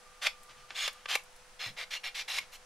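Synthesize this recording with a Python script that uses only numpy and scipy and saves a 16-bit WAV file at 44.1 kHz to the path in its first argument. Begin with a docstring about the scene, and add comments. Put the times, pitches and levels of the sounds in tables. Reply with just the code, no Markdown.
"""A foam buffer block rasps over a fingernail, close to a stereo microphone in a quiet small room.
Three firm strokes, six lighter ones, a last graze: grit catches and sounds the resonances of block
and nail, now and then sticking in a squeak. The block taps down before some strokes and flicks off
the nail's edge after others. Faint handling, hiss, a thin hum and an early whine lie below."""
import sys
import numpy as np
from scipy import signal
from scipy.fft import rfft, irfft
from scipy.io import wavfile

SR = 44100
rng = np.random.default_rng(int(sys.argv[2]) if len(sys.argv) > 2 else 0)


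def unload_audio(sound):
    """Save the sound as a 16-bit wav file, at the path given as the first command line argument."""
    columns = np.transpose(np.atleast_2d(sound))
    # keep every value between -1 and 1, then stretch to whole-number steps
    steps = np.round(np.clip(columns, -1, 1) * 32767)
    wavfile.write(sys.argv[1], SR, steps.astype(np.int16))


N = 116865
T = np.arange(N) / SR
FFT_SIZE = 2 ** 13
HZ = np.maximum(np.arange(FFT_SIZE // 2 + 1) * SR / FFT_SIZE, 1)


def from_db(db):
    """Decibels to gain."""
    return 10 ** (np.asarray(db) / 20)


def unit_rms(x):
    """Scale to rms 1."""
    return x / np.sqrt(np.mean(x ** 2) + 1e-20)


def curve(points):
    """A spectrum in dB, joined on a log-frequency axis."""
    hz, db = np.transpose(points)
    return np.interp(np.log(HZ), np.log(hz), db)


def peak(hz, width_hz):
    """Bell of height 1 around a resonance."""
    return 1 / (1 + (2 * (HZ - hz) / width_hz) ** 2)


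def shape(x, db, keep_power=True):
    """Minimum-phase filter; with keep_power, white noise changes colour but not level."""
    cepstrum = irfft(np.log(from_db(db)))
    cepstrum[1:FFT_SIZE // 2] *= 2
    cepstrum[FFT_SIZE // 2 + 1:] = 0
    response = irfft(np.exp(rfft(cepstrum)))
    if keep_power:
        response = response / np.sqrt(np.sum(response ** 2))
    return signal.fftconvolve(x, response)[:N]


def noise():
    """White noise."""
    return rng.standard_normal(N)


def drift(hz):
    """Random wander below hz, with rms 1."""
    return unit_rms(signal.sosfilt(signal.butter(2, hz, fs=SR, output="sos"), noise()))


def blow(start, hold_s, fall_s):
    """Sudden start, hold, exponential fall."""
    return (T >= start) * np.exp(-np.maximum(T - start - hold_s, 0) / fall_s)


def bell(centre, half_length):
    """Smooth rise and fall around a moment."""
    return np.exp(-((T - centre) / half_length) ** 2)


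def scatter(x, t60_s, delay_s):
    """Dense reflections that die away; power is kept."""
    t = T[:FFT_SIZE]
    tail = rng.standard_normal(FFT_SIZE) * from_db(-60 * t / t60_s) * (t >= delay_s)
    return signal.fftconvolve(x, tail / np.sqrt(np.sum(tail ** 2)))[:N]


def stereo(mid, side, side_points):
    """Two close capsules: the filtered side adds on the left and subtracts on the right."""
    return mid + shape(side, curve(side_points), keep_power=False) * np.array([[1], [-1]])


# Hiss at the microphone. Each row: frequency in Hz, relative density in dB.
HISS_SPECTRUM = [(12, 12), (24, 8), (38, -7), (70, -11), (110, -13), (200, -10.5), (270, -20.5),
                 (420, -12.5), (560, -10), (750, -6), (1000, -8.5), (1400, -7), (2000, -10), (3800, -14.5),
                 (6000, -15), (7000, -17.5), (10500, -20), (13000, -33), (15500, -33)]
# Stereo width of hiss and room tail. Each row: frequency in Hz, side against mid in dB.
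AMBIENT_WIDTH = [(40, -13), (90, -8), (300, -8), (1200, -5), (4000, -5), (9000, -1.5)]


def hiss_and_hum(hiss_db=-57.5, hum_db=-69, hum_hz=500.5):
    """The quiet room: wide, steady hiss with a thin hum in the centre."""
    mid, side = (shape(noise(), curve(HISS_SPECTRUM)) for _ in range(2))
    hum = np.sqrt(2) * np.sin(2 * np.pi * hum_hz * T)
    return from_db(hiss_db) * stereo(mid, side, AMBIENT_WIDTH) + from_db(hum_db) * hum


def whine(db=-62.5, waver_db=1, end_s=1.1, fade_s=0.15):
    """A faint, narrow band of noise wavers and fades out around the third stroke."""
    band = shape(noise(), 20 * np.log10(peak(hz=1195, width_hz=40)))
    fade = np.clip((end_s - T) / fade_s, 0, 1)
    return from_db(db - waver_db * drift(hz=8.8)) * band * fade


# Tone of the room's reflections. Each row: frequency in Hz, gain in dB.
ROOM_TONE = [(150, -66), (600, 0), (2800, -1), (6000, -0.5), (14000, 0)]


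def room_tail(close, db=-14):
    """The small room returns a short, diffuse tail with little bass."""
    sent = from_db(db) * shape(close, curve(ROOM_TONE), keep_power=False)
    mid, side = (scatter(sent, t60_s=0.16, delay_s=0.013) for _ in range(2))
    return stereo(mid, side, AMBIENT_WIDTH)


def grit(grains_per_s=11000, spread_db=2.5, judder_db=0.5):
    """Abrasive grains catch at random, most weakly and a few hard, while the contact judders."""
    sizes = from_db(spread_db * np.minimum(rng.exponential(1, N), 5))
    signs = rng.choice([-1, 1], N)
    catches = rng.random(N) < grains_per_s / SR
    judder = from_db(judder_db * drift(hz=113))
    return unit_rms(sizes * signs * catches * judder)


# Light handling ticks. Each row: start in seconds, level in dB.
TICKS = [(0.432, -54), (.929, -50.5), (1.236, -56), (1.362, -57.5)]
# Fingers shifting. Each row: centre in seconds, level in dB, half length in seconds.
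RUSTLES = [(0.507, -54, 0.021), (0.591, -60, 0.043), (0.717, -50.5, 0.022), (0.947, -61, 0.12),
           (1.406, -65, 0.019), (2.417, -53, 0.036)]
# Hands meeting the table. Each row: start in seconds, level in dB.
BUMPS = [(.395, -69), (.58, -68), (1.662, -47.5)]
# Their three colours from close by. Each row: frequency in Hz, relative density in dB.
TICK_SPECTRUM = [(500, -34), (3000, -12), (7000, -2), (11500, -1), (15500, -16)]
RUSTLE_SPECTRUM = [(150, 9), (400, 3), (1200, 13), (3000, 14.5), (6000, 5.5), (15000, -27)]
BUMP_SPECTRUM = [(25, -43), (80, -7), (150, 3), (230, -5.5), (340, -19.5), (900, -36)]


def handling():
    """The block ticks and rustles in the fingers, and the hands bump softly on the table."""
    ticks = grit() * sum(from_db(db) * blow(at, hold_s=0, fall_s=0.0073) for at, db in TICKS)
    rustles = grit() * sum(from_db(db) * bell(at, half) for at, db, half in RUSTLES)
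    bumps = noise() * sum(from_db(db) * blow(at, hold_s=0, fall_s=0.035) for at, db in BUMPS)
    return (shape(ticks, curve(TICK_SPECTRUM))
            + shape(rustles, curve(RUSTLE_SPECTRUM))
            + shape(bumps, curve(BUMP_SPECTRUM)))


# Squeaks on the nail. Each row: centre in seconds, level in dB, half length in seconds, pitch in Hz.
SQUEAKS = [(.838, -46, .025, 6750), (1.972, -41, .012, 2790), (2.204, -40, .005, 2800)]


def squeaks(pitch_wander=0.0223):
    """The grit sticks and slips, locking to one resonance in a short rough tone."""
    wobbly_time = np.cumsum(1 + pitch_wander * drift(hz=233)) / SR
    return sum(from_db(db) * bell(at, half) * np.sqrt(2) * np.sin(2 * np.pi * hz * wobbly_time)
               for at, db, half, hz in SQUEAKS)


# Resonances and hollows of block and nail.
# Each row: frequency in Hz, width in Hz, lift in dB in the first grip, lift in dB in the second.
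RESONANCES = [(770, 120, 3, 3), (1190, 100, 10, 3), (1560, 60, 6, 0), (1725, 80, 5, 4), (1915, 80, 1, 6),
              (2160, 90, 1, 5), (2390, 100, 3, 7), (2540, 110, -1, -5), (2770, 100, 3, 5),
              (2900, 130, 2, -3), (3460, 130, 4, 3), (3790, 80, -4, -9), (3930, 160, -1, 6),
              (4200, 140, 0, 4), (5390, 70, 4, 7), (5780, 300, -1, 4), (6400, 300, -2, -5),
              (6700, 170, 7, 6), (9000, 250, 6, 0), (11900, 200, 2, 6)]


def contact_colour(at, bass_db, treble_db, regrip_s=1.4, bass_hz=1300, treble_hz=6000):
    """Response in dB of block and nail in the current grip; bass and treble follow how the block lies."""
    body = sum((first if at < regrip_s else second) * peak(hz, width)
               for hz, width, first, second in RESONANCES)
    return body + bass_db / (1 + (HZ / bass_hz) ** 6) + treble_db / (1 + (treble_hz / HZ) ** 6)


# The block taps the finger. 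Each row: start in seconds, then level, bass and treble in dB.
KNOCKS = [(0.7051, -37.5, -7, -11), (0.8775, -46, 2, 6), (1.057, -35, 1, -8), (1.155, -30, 18.5, -8)]
# Colour of a tap. Each row: frequency in Hz, relative density in dB.
KNOCK_SPECTRUM = [(40, -67), (130, -51), (260, -25.5), (500, -3.5), (800, -3.5), (1400, -5), (2300, 1.5),
                  (3000, -1), (3800, -4.5), (4700, -7), (8000, -22), (15000, -39)]


def knocks():
    """Short padded contacts of block and finger."""
    out = 0
    for start, db, *colour in KNOCKS:
        burst = grit() * from_db(db) * blow(start, hold_s=0.0035, fall_s=0.002)
        out += shape(burst, curve(KNOCK_SPECTRUM) + contact_colour(start, *colour))
    return out


# Grit on nail, heard up close. Each row: frequency in Hz, relative density in dB.
RASP_SPECTRUM = [(40, -72), (130, -36.5), (300, -39.5), (560, -15), (950, -14.5), (1400, -9), (2200, -0.5),
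                 (3600, -0.5), (5300, -7), (7500, -15.5), (12000, -21), (15500, -37)]
# Reflections off hands and table, near the microphone. Each row: frequency in Hz, gain in dB.
NEAR_REFLECTIONS = [(1500, -19.5), (3000, -13.5), (5000, -3.5), (14000, -2)]


def rasp(force, at, bass_db, treble_db, nail_hz, nail_db):
    """Grit under force sounds block and nail; each hand position has its own near reflections."""
    nail = nail_db * peak(nail_hz, width_hz=610)
    direct = shape(grit() * force, curve(RASP_SPECTRUM) + contact_colour(at, bass_db, treble_db) + nail)
    reflections = scatter(direct, t60_s=0.014, delay_s=0.0006)
    return direct + shape(reflections, curve(NEAR_REFLECTIONS), keep_power=False)


# The block leaves the nail. Each row: peak time in seconds, level in dB, rise and fall in seconds,
# bass and treble in dB, nail resonance in Hz, its lift in dB.
FLICKS = [(0.2693, -23, 0.0086, 0.0061, 5.5, -5.5, 2430, 5),
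          (0.8786, -26, 0.0014, 0.0066, 11, 0.5, 2970, 7),
          (1.155, -18, .0016, 0.0025, 10, 10.5, 2390, 18.5),
          (2.386, -29, 0.003, 0.0052, 10.5, 5, 2180, 9.5)]


def flicks():
    """The nail's edge digs into the grit and snaps free."""
    out = 0
    for at, db, rise, fall, *colour in FLICKS:
        spike = np.exp(-np.maximum((at - T) / rise, (T - at) / fall))
        out += rasp(from_db(db) * spike, at, *colour)
    return out


# Buffing strokes, close to the microphone. Each row: start, length, attack and release in seconds,
# level reached in dB, swell up to it in dB, bass and treble in dB, nail resonance in Hz, its lift in dB.
STROKES = [(0.214, 0.075, 0.023, 0.032, -33.5, 1.5, 7, -0.5, 1550, 3),
           (0.742, 0.14, 0.048, 0.027, -32.5, 5, 1.5, -2.5, 3560, 2.5),
           (1.0798, 0.089, 0.03, .012, -32.5, 0.5, 5.5, -2, 3320, 1.5),
           (1.588, 0.13, 0.041, 0.065, -41, -4, 6, -5, 4180, -0.5),
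           (1.762, 0.089, 0.029, 0.046, -36, 5.5, 9.5, -3.5, 2100, 4.5),
           (1.904, 0.079, 0.0085, 0.041, -34, 6.5, 3.5, -3.5, 3380, 1.5),
           (2.033, 0.07, 0.013, 0.034, -39.5, -2.5, 5.5, -3.5, 2350, 4.5),
           (2.143, .089, 0.014, 0.031, -37, 0.5, 0.5, -2, 5870, 3),
           (2.277, 0.1173, 0.009, 0.0027, -36, 2, 6, 0.5, 3050, 0.5),
           (2.516, 0.058, 0.029, 0.041, -45.5, 5, 13, 11, 2940, 6)]


def strokes():
    """The block speeds up, slides over the nail under changing pressure and slows down."""
    out = 0
    for start, length, attack, release, db, swell_db, *colour in STROKES:
        t = T - start
        speed_up = np.sin(np.pi / 2 * np.clip(t / attack, 0, 1))
        slow_down = np.sin(np.pi / 2 * np.clip((length - t) / release, 0, 1))
        pressure = from_db(db + swell_db * (np.clip(t / length, 0, 1) - 1))
        out += rasp((speed_up * slow_down) ** 0.96 * pressure, start, *colour)
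    return out


# Up close, only the rasp's treble is wide. Each row: frequency in Hz, side against mid in dB.
CLOSE_WIDTH = [(300, -56), (1400, -88), (3100, -16.5), (7000, -7.5), (14000, -4)]


def scene():
    """The hands work centred at the microphone, a separate spray of grains to the sides, room behind."""
    close = strokes() + flicks() + knocks() + squeaks() + handling()
    room = room_tail(close)
    spray = strokes() + flicks()
    return stereo(close, spray, CLOSE_WIDTH) + room + hiss_and_hum() + whine()


def record(dry):
    """A steep low-pass cuts the highest treble."""
    cutoff_hz = 15680
    return signal.sosfilt(signal.ellip(12, 0.1, 80, cutoff_hz, fs=SR, output="sos"), dry)


dry = scene()
out = record(dry)
unload_audio(out)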